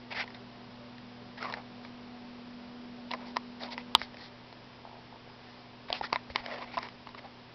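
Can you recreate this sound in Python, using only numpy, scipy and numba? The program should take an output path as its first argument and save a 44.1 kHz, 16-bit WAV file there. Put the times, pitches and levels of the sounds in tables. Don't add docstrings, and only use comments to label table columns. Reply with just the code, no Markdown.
import sys
import numpy as np
from scipy import signal
from scipy.fft import rfft, irfft
from scipy.io import wavfile
from scipy.ndimage import uniform_filter1d
from numba import njit

SR = 44100
rng = np.random.default_rng(int(sys.argv[2]) if len(sys.argv) > 2 else 0)


def put_to_file(sound):
    columns = np.atleast_2d(sound).T
    safe = np.clip(columns, -1, 1)
    whole_steps = np.round(safe * 32767)
    wavfile.write(sys.argv[1], SR, whole_steps.astype(np.int16))


def invert_db(level):
    return 10 ** (np.asarray(level, dtype=float) / 20)


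N = 332514

# time in seconds, level in dB.
FAN_LEVEL = [(0.0, -53), (0.46, -53.5), (1.6, -52), (1.97, -49.5), (2.77, -48), (3.32, -47.5), (3.91, -49),
             (4.26, -58), (5.19, -60.5), (6.4, -54), (6.53, -52.5), (7.03, -57), (7.43, -59.5),
             (7.54, -66.5)]
# time in seconds, level in dB.
DISC_LEVEL = [(0.0, -60.5), (0.92, -59), (3.4, -68), (4.32, -61), (5.86, -61), (5.98, -64), (7.43, -61)]
BUZZ_HZ = [199.5, 398.5, 487, 588, 694, 735, 915, 1459, 5000]
# width in Hz, level in dB when near, level in dB when turned away.
BUZZ_LINES = [(5, -62, -75), (5.7, -67, -68), (3, -66.5, -74), (5.5, -65, -72), (5, -69, -71.5),
              (5, -66.5, -72.5), (8.59, -72, -72.5), (6, -80.5, -101), (27, -75, -73.5)]
# frequency in Hz, density in dB per Hz.
RUSH_SPECTRUM = [(20, -8.5), (90, -5), (170, -2), (300, -3), (700, -5.5), (1000, -4.5), (1400, -12),
                 (2500, -15.5)]
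# frequency in Hz, density in dB per Hz.
HISS_SPECTRUM = [(100, -9), (800, -2.5), (1600, 1.5), (3000, 0.5), (5000, -7), (8000, -4)]
# start in seconds, length in seconds, level in dB, rasp in Hz, hollow under it in dB.
DRAGS = [(0.105, 0.035, -39, 2240, -10.5), (.144, 0.056, -36, 2020, -10), (0.181, 0.053, -31.5, 1860, -15),
         (0.235, 0.012, -45, 2220, 1), (0.338, 0.033, -51, 1880, -19), (1.373, .03, -45, 1840, -10),
         (3.114, 0.02, -41.5, 2150, -4), (3.775, 0.044, -47.5, 2060, -9), (5.881, 0.037, -47, 2280, -4),
         (5.936, 0.037, -35, 2390, -14), (6.03, 0.027, -34.5, 1500, -10), (6.051, 0.025, -44, 1900, -12),
         (6.144, 0.014, -38.5, 1970, -6), (6.356, .07, -43.5, 2080, -4.5), (6.713, 0.055, -44, 2120, -14.5),
         (6.794, .08, -46, 1920, -3.5), (7.175, 0.02, -47.5, 2030, -6), (6.346, 0.016, -46, 2000, -3)]
# start in seconds, length in seconds, level in dB, hollow in Hz, rasp under it in dB.
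SCUFFS = [(.24, .06, -63, 900, -13), (1.403, 0.053, -41, 1270, -2.5), (1.434, .045, -37.5, 1046, -6),
          (1.463, 0.063, -43.5, 1060, -6), (1.519, 0.064, -45.5, 815, -6), (1.566, 0.05, -45, 751, -13),
          (3.14, 0.018, -40, 687, -20), (3.165, 0.13, -50.5, 854, -8), (3.603, 0.082, -42.5, 732, -4.5),
          (5.918, 0.032, -42, 668, -1.5), (6.124, 0.021, -32, 885, -11), (6.161, .06, -60, 900, 5),
          (6.42, 0.081, -47.5, 770, -3), (6.473, 0.12, -40, 676, -4), (6.568, .045, -45.5, 750, -4.5),
          (6.602, 0.046, -42, 1010, -3.5), (6.836, 0.047, -50, 1030, -10.5), (7.232, .05, -52, 806, -12),
          (6.64, 0.11, -54, 740, 1)]
# start in seconds, length in seconds, level in dB, hollow under it in dB.
BRUSHES = [(1.831, .035, -54.5, -0.5), (3.252, .07, -54.5, 0), (3.596, .075, -47, -16),
           (3.706, 0.041, -41.5, -3), (3.971, 0.069, -48, -16), (4.007, .055, -49, -14),
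           (4.177, .11, -51, -7), (5.386, 0.25, -61.5, -5.5), (5.95, .05, -48, -8), (6.023, 0.05, -46, -17),
           (6.296, .03, -52, -5), (7.059, 0.025, -59, 4)]
# start in seconds, peak in dB, frequency in Hz.
BUMPS = [(.17, -51, 60), (1.536, -56, 60), (3.952, -48, 69.4), (4.016, -50, 60), (5.9, -50, 45),
         (6.01, -49, 60), (6.4, -51, 45.5), (6.95, -61, 40), (6.129, -52, 70), (6.301, -43.5, 68),
         (6.775, -52, 60)]
# start in seconds, ring peak in dB, ring in Hz, edge over the ring in dB.
PAWS = [(0.98, -50, 890, 4), (1.426, -28, 1350, -7), (1.454, -27, 1090, -16), (1.498, -31.5, 1030, -8),
        (1.523, -35, 910, -1.5), (3.107, -35, 1020, -6), (3.36, -33.5, 1070, -5.5),
        (3.367, -16, 1010, -6.5), (4.142, -47.5, 595, 1), (4.525, -40, 886, -6.5), (5.901, -24, 705, -10),
        (6.039, -30, 1340, -10), (6.128, -13, 1046, -6.5), (6.358, -19.5, 1028, 1.5),
        (6.46, -37.5, 566, 5.5), (6.74, -36.5, 1010, -7), (6.785, -27, 1020, -7), (6.828, -33, 1070, -1.5),
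        (6.885, -43, 1090, 1.5), (7.07, -35.5, 1120, -7.5), (7.089, -42.5, 1060, -4),
        (7.146, -36, 1173, -9), (7.178, -44, 1060, -8)]
# start in seconds, ring peak in dB, ring in Hz, edge over the ring in dB.
PADS = [
    (0.276, -45.5, 950, 6),
    (0.303, -51, 697, 7),
    (3.135, -24, 1066, -3.5),
    (5.884, -45.5, 1103, 1),
    (6.099, -48, 974, 2),
    (6.158, -21, 993, 1),
    (6.777, -24, 1033, -6.5),
    (7.246, -44, 614, -5),
]
# start in seconds, ring peak in dB, ring in Hz, edge over the ring in dB.
CLAWS = [
    (0.345, -55, 1100, 10),
    (3.113, -31, 745, 4.5),
    (3.633, -40.5, 730, 6),
    (3.686, -38, 970, -8),
    (5.927, -25.5, 746, 8),
    (6.77, -23, 1061, -15),
]
# start in seconds, ring peak in dB, ring in Hz,
# edge over the ring in dB.
PRESSES = [
    (1.538, -37, 750, 13.5),
    (1.848, -40, 1090, -0.5),
    (3.778, -33, 925, 5.5),
    (4.015, -31.5, 795, 7.5),
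    (4.168, -52, 556, 10.5),
    (6.01, -22.5, 801, -14.5),
    (6.299, -38, 565, -3),
    (7.19, -47, 595, 6.5),
]
# knock in the edge in dB, tick in the edge in dB, ring t60 in seconds, knock decay as a factor.
PAW_KIND = (-0.5, -1.5, 0.0144, 1.05)
PAD_KIND = (-0.2, -7, .032, 1.2)
CLAW_KIND = (-12.5, -0.4, 0.09, .9)
PRESS_KIND = (1, -7.5, 0.02, 0.6)
# frequency in Hz, level in dB, t60 in seconds.
KNOCK_MODES = [(1550, -2, 0.0026), (2030, -2.5, 0.0057), (2600, -7, 0.0026)]
# frequency in Hz, level in dB, t60 in seconds.
TICK_MODES = [(2800, 0.5, 0.0024), (3860, -3.5, 0.0031), (3895, -2, 0.0038), (5040, -3.5, 0.0029),
              (5840, -4, 0.002)]
# frequency in Hz, level in dB, t60 in seconds.
CLAW_TICK_MODES = [(2850, -5, 0.0025), (3640, -1.5, 0.0041), (4140, -3, 0.0024), (5170, -5.5, 0.0035)]
# frequency in Hz, level in dB, t60 in seconds.
SNAP_MODES = [(354, -19.5, 0.011), (770, -16, 0.026), (950, -5, 0.014), (1277, -7, 0.0099),
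              (2200, -11, 0.0053), (2990, 1.5, 0.0065), (3410, 2.5, 0.00535), (3860, 0.5, 0.0058),
              (4830, -7, 0.0072)]
# start in seconds, peak in dB, frequency in Hz.
CREAK_SLIPS = [(4.851, -37.5, 860), (4.863, -48, 900), (4.874, -42, 770), (4.894, -44, 821),
               (4.913, -45, 883), (4.929, -43, 837), (4.942, -46, 755), (4.955, -49, 860),
               (4.968, -45.5, 750), (4.977, -53, 600), (4.988, -48, 840), (5.014, -56, 890),
               (5.125, -45, 846), (5.142, -45, 860), (5.158, -47, 865), (5.275, -46, 685),
               (5.298, -46, 860)]


def level(x, db):
    return x * invert_db(db) / np.sqrt(np.mean(x ** 2))


@njit
def svf(x, hz, width):
    y, b, l = np.empty(len(x)), 0., 0.
    for i in range(len(x)):
        g = np.tan(np.pi * hz[i] / SR)
        k = width / hz[i]
        v = (b + g * (x[i] - l)) / (1 + g * (g + k))
        b, l, y[i] = 2 * v - b, l + 2 * g * v, k * v
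    return y


def band(x, hz, width_hz):
    return svf(x, hz + np.zeros(len(x)), float(width_hz))


def walk(rate):
    hold = int(SR / rate)
    steps = np.repeat(rng.standard_normal(N // hold + 1), hold)
    smooth = uniform_filter1d(uniform_filter1d(steps, hold), hold)
    return level(smooth[:N], 0)


def coloured(spectrum):
    hz, db = np.transpose(spectrum)
    bins_hz = np.fft.rfftfreq(N, 1 / SR)
    gain = invert_db(np.interp(np.log(bins_hz + 1), np.log(hz), db))
    return level(irfft(rfft(rng.standard_normal(N)) * gain, N), 0)


def curve(table):
    s, db = np.transpose(table)
    return np.interp(np.arange(N) / SR, s, db)


def tone(hz, db, waver_hz):
    strength = np.sqrt(2) * invert_db(db + 0.49 * walk(11))
    phase = 2 * np.pi * np.cumsum(hz + waver_hz * walk(14)) / SR
    return strength * np.sin(phase)


def buzz():
    out = np.zeros(N)
    turn_s, turning_s = 4, 0.4
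    away = np.clip((np.arange(N) / SR - turn_s) / turning_s, 0, 1)
    for hz, (width_hz, near_db, away_db) in zip(BUZZ_HZ, BUZZ_LINES):
        line = level(band(rng.standard_normal(N), hz, width_hz), 0)
        out += invert_db(near_db + away * (away_db - near_db)) * line
    return out


def computer():
    blade_db = curve(FAN_LEVEL)
    tones = tone(243.3, blade_db, waver_hz=0.3) + tone(120.4, curve(DISC_LEVEL), waver_hz=.3)
    panels = buzz()
    rush_db = -51.5 + 0.1 * (blade_db - blade_db.mean()) + 0.22 * walk(9.7)
    return tones + panels + invert_db(rush_db) * coloured(RUSH_SPECTRUM)


def hiss():
    return invert_db(-56) * coloured(HISS_SPECTRUM)


def stroke_rows():
    rows = [(s, n, 0.45, db, (hollow_db, 0, -13.5), 900, hz) for s, n, db, hz, hollow_db in DRAGS]
    rows += [(s, n, 0.4, db, (0, rasp_db, -17), hz, 2000) for s, n, db, hz, rasp_db in SCUFFS]
    rows += [(s, n, .55, db, (hollow_db, 0.5, 0), 900, 2080) for s, n, db, hollow_db in BRUSHES]
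    return rows


def strokes():
    ends_db, blunt = -9.5, 1.62
    power = np.full((3, N), 1e-12)
    pull = np.full((2, N), 1500e-12)
    for s, length, rise, db, shares_db, *hz in stroke_rows():
        i = np.arange(int(s * SR), int((s + length) * SR))
        peak_s = np.clip(rise, .1, .9) * length
        shape_db = ends_db * np.interp(i / SR - s, [0, peak_s, length], [1, 0, 1]) ** blunt
        fade = np.clip(np.minimum(i - i[0], i[-1] - i) / (0.0012 * SR), 0, 1)
        p = (fade * invert_db(db + shape_db + np.array(shares_db)[:, None])) ** 2
        power[:, i] += p
        pull[:, i] += p[:2] * np.array(hz)[:, None]
    hollow_hz, rasp_hz = pull / power[:2]
    slips = invert_db(1.5 * walk(200) + 0.74 * walk(900)) * rng.standard_normal(N)
    hollow = band(band(slips, hollow_hz, 260), hollow_hz, 260)
    hollow += 0.71 * band(band(slips, 800, 1100), 890, 1200)
    rasp = band(slips, rasp_hz * (1 + 0.049 * walk(30)), 350) + 0.46 * band(slips, 1600, 1100)
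    swish = band(band(slips, 3800, 3600), 3800, 3600)
    layers = (hollow, rasp, swish)
    return sum(gain * level(layer, 0) for gain, layer in zip(np.sqrt(power), layers))


def ring(modes, db, rise_s, rattle, scatter):
    t = np.arange(3072) / SR
    body = np.zeros(len(t))
    for k, (hz, mode_db, t60) in enumerate(modes):
        gain_luck, pitch_luck = rng.standard_normal(2)
        gain = (-1) ** k * invert_db(mode_db + 60 * scatter * gain_luck)
        decay = 1000. ** (-t / max(t60, .002))
        body += gain * np.sin(2 * np.pi * hz * (1 + scatter * pitch_luck) * t) * decay
    push = rattle * rng.standard_normal(300) * np.exp(-t[:300] / .002)
    push[0] = 1
    y = np.convolve(body * (1 - np.exp(-(t / rise_s) ** 2)), push)
    return y * invert_db(db) / np.abs(y).max()


def add(out, s, y):
    i = int(s * SR)
    out[i:i + len(y)] += y[:N - i]


def bumps():
    out = np.zeros(N)
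    for s, db, hz in BUMPS:
        add(out, s, ring([(hz, 0, .09)], db, .004, 0, 0))
    return out


def tap(out, row, kind, tick_modes):
    s, ring_db, hz, edge_db = row
    knock_share_db, tick_share_db, t60, knock_decay = kind
    knock_db = ring_db + edge_db + knock_share_db
    tick_db = ring_db + edge_db + tick_share_db
    soft = np.clip((-25.5 - max(knock_db, tick_db)) / 11.0, 0, 1)
    slow = 1 + 0.94 * soft
    partner_hz = hz * 1.46 if hz < 860 else hz / 1.557
    hollow = [(hz, 0, t60), (partner_hz, -7, 0.45 * t60), (hz, -10, 0.24 * t60), (370, -13, .012)]
    knock = [(f, g, d * knock_decay) for f, g, d in KNOCK_MODES]
    add(out, s + 0.00054, ring(hollow, ring_db - 0.5, 0.00055 * slow, 0.039 + 0.2 * soft, scatter=0.023))
    add(out, s + 0.001, ring(knock, knock_db + 2.0, 0.00039 * slow, 0.035 + 0.81 * soft, scatter=.03))
    add(out, s + .0009, ring(tick_modes, tick_db + 5.5, 0.00029 * slow, 0.099 + 0.54 * soft, scatter=.03))


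def taps():
    out = np.zeros(N)
    for table, kind, tick_modes in ((PAWS, PAW_KIND, TICK_MODES), (PADS, PAD_KIND, TICK_MODES),
                                    (CLAWS, CLAW_KIND, CLAW_TICK_MODES), (PRESSES, PRESS_KIND, TICK_MODES)):
        for row in table:
            tap(out, row, kind, tick_modes)
    return out


def snap():
    out = np.zeros(N)
    add(out, 3.9502, ring(SNAP_MODES, 1.1, 0.00031, 0, scatter=0))
    return out


def creak():
    out = np.zeros(N)
    for s, db, hz in CREAK_SLIPS:
        add(out, s + 0.0004, ring([(hz, 0, .014)], db + 2.5, 0.00076, .03, scatter=0))
    return out


def thin_bass(x):
    return signal.sosfilt(signal.butter(2, 150, "high", fs=SR, output="sos"), x)


def furniture(hits):
    t = np.arange(2048) / SR
    smear = level(band(rng.standard_normal(len(t)), 900, 1100) * 1000. ** (-t / .04), -52)
    return signal.fftconvolve(hits, smear)[:N]


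def scene():
    hits = thin_bass(taps() + creak() + snap())
    near = hits + furniture(hits)
    return (near + bumps() + strokes() + computer() + hiss())[None]


def band_limit(x):
    return signal.sosfilt(signal.butter(12, 15800, fs=SR, output="sos"), x)


def record(dry):
    top_hz, full_scale = 5527, 0.76
    edge = signal.firwin(101, top_hz, window=("kaiser", 6), fs=SR)
    narrow = signal.fftconvolve(dry, edge[None], "same")
    return band_limit(np.clip(narrow, -full_scale, full_scale))


dry = scene()
out = record(dry)
put_to_file(out)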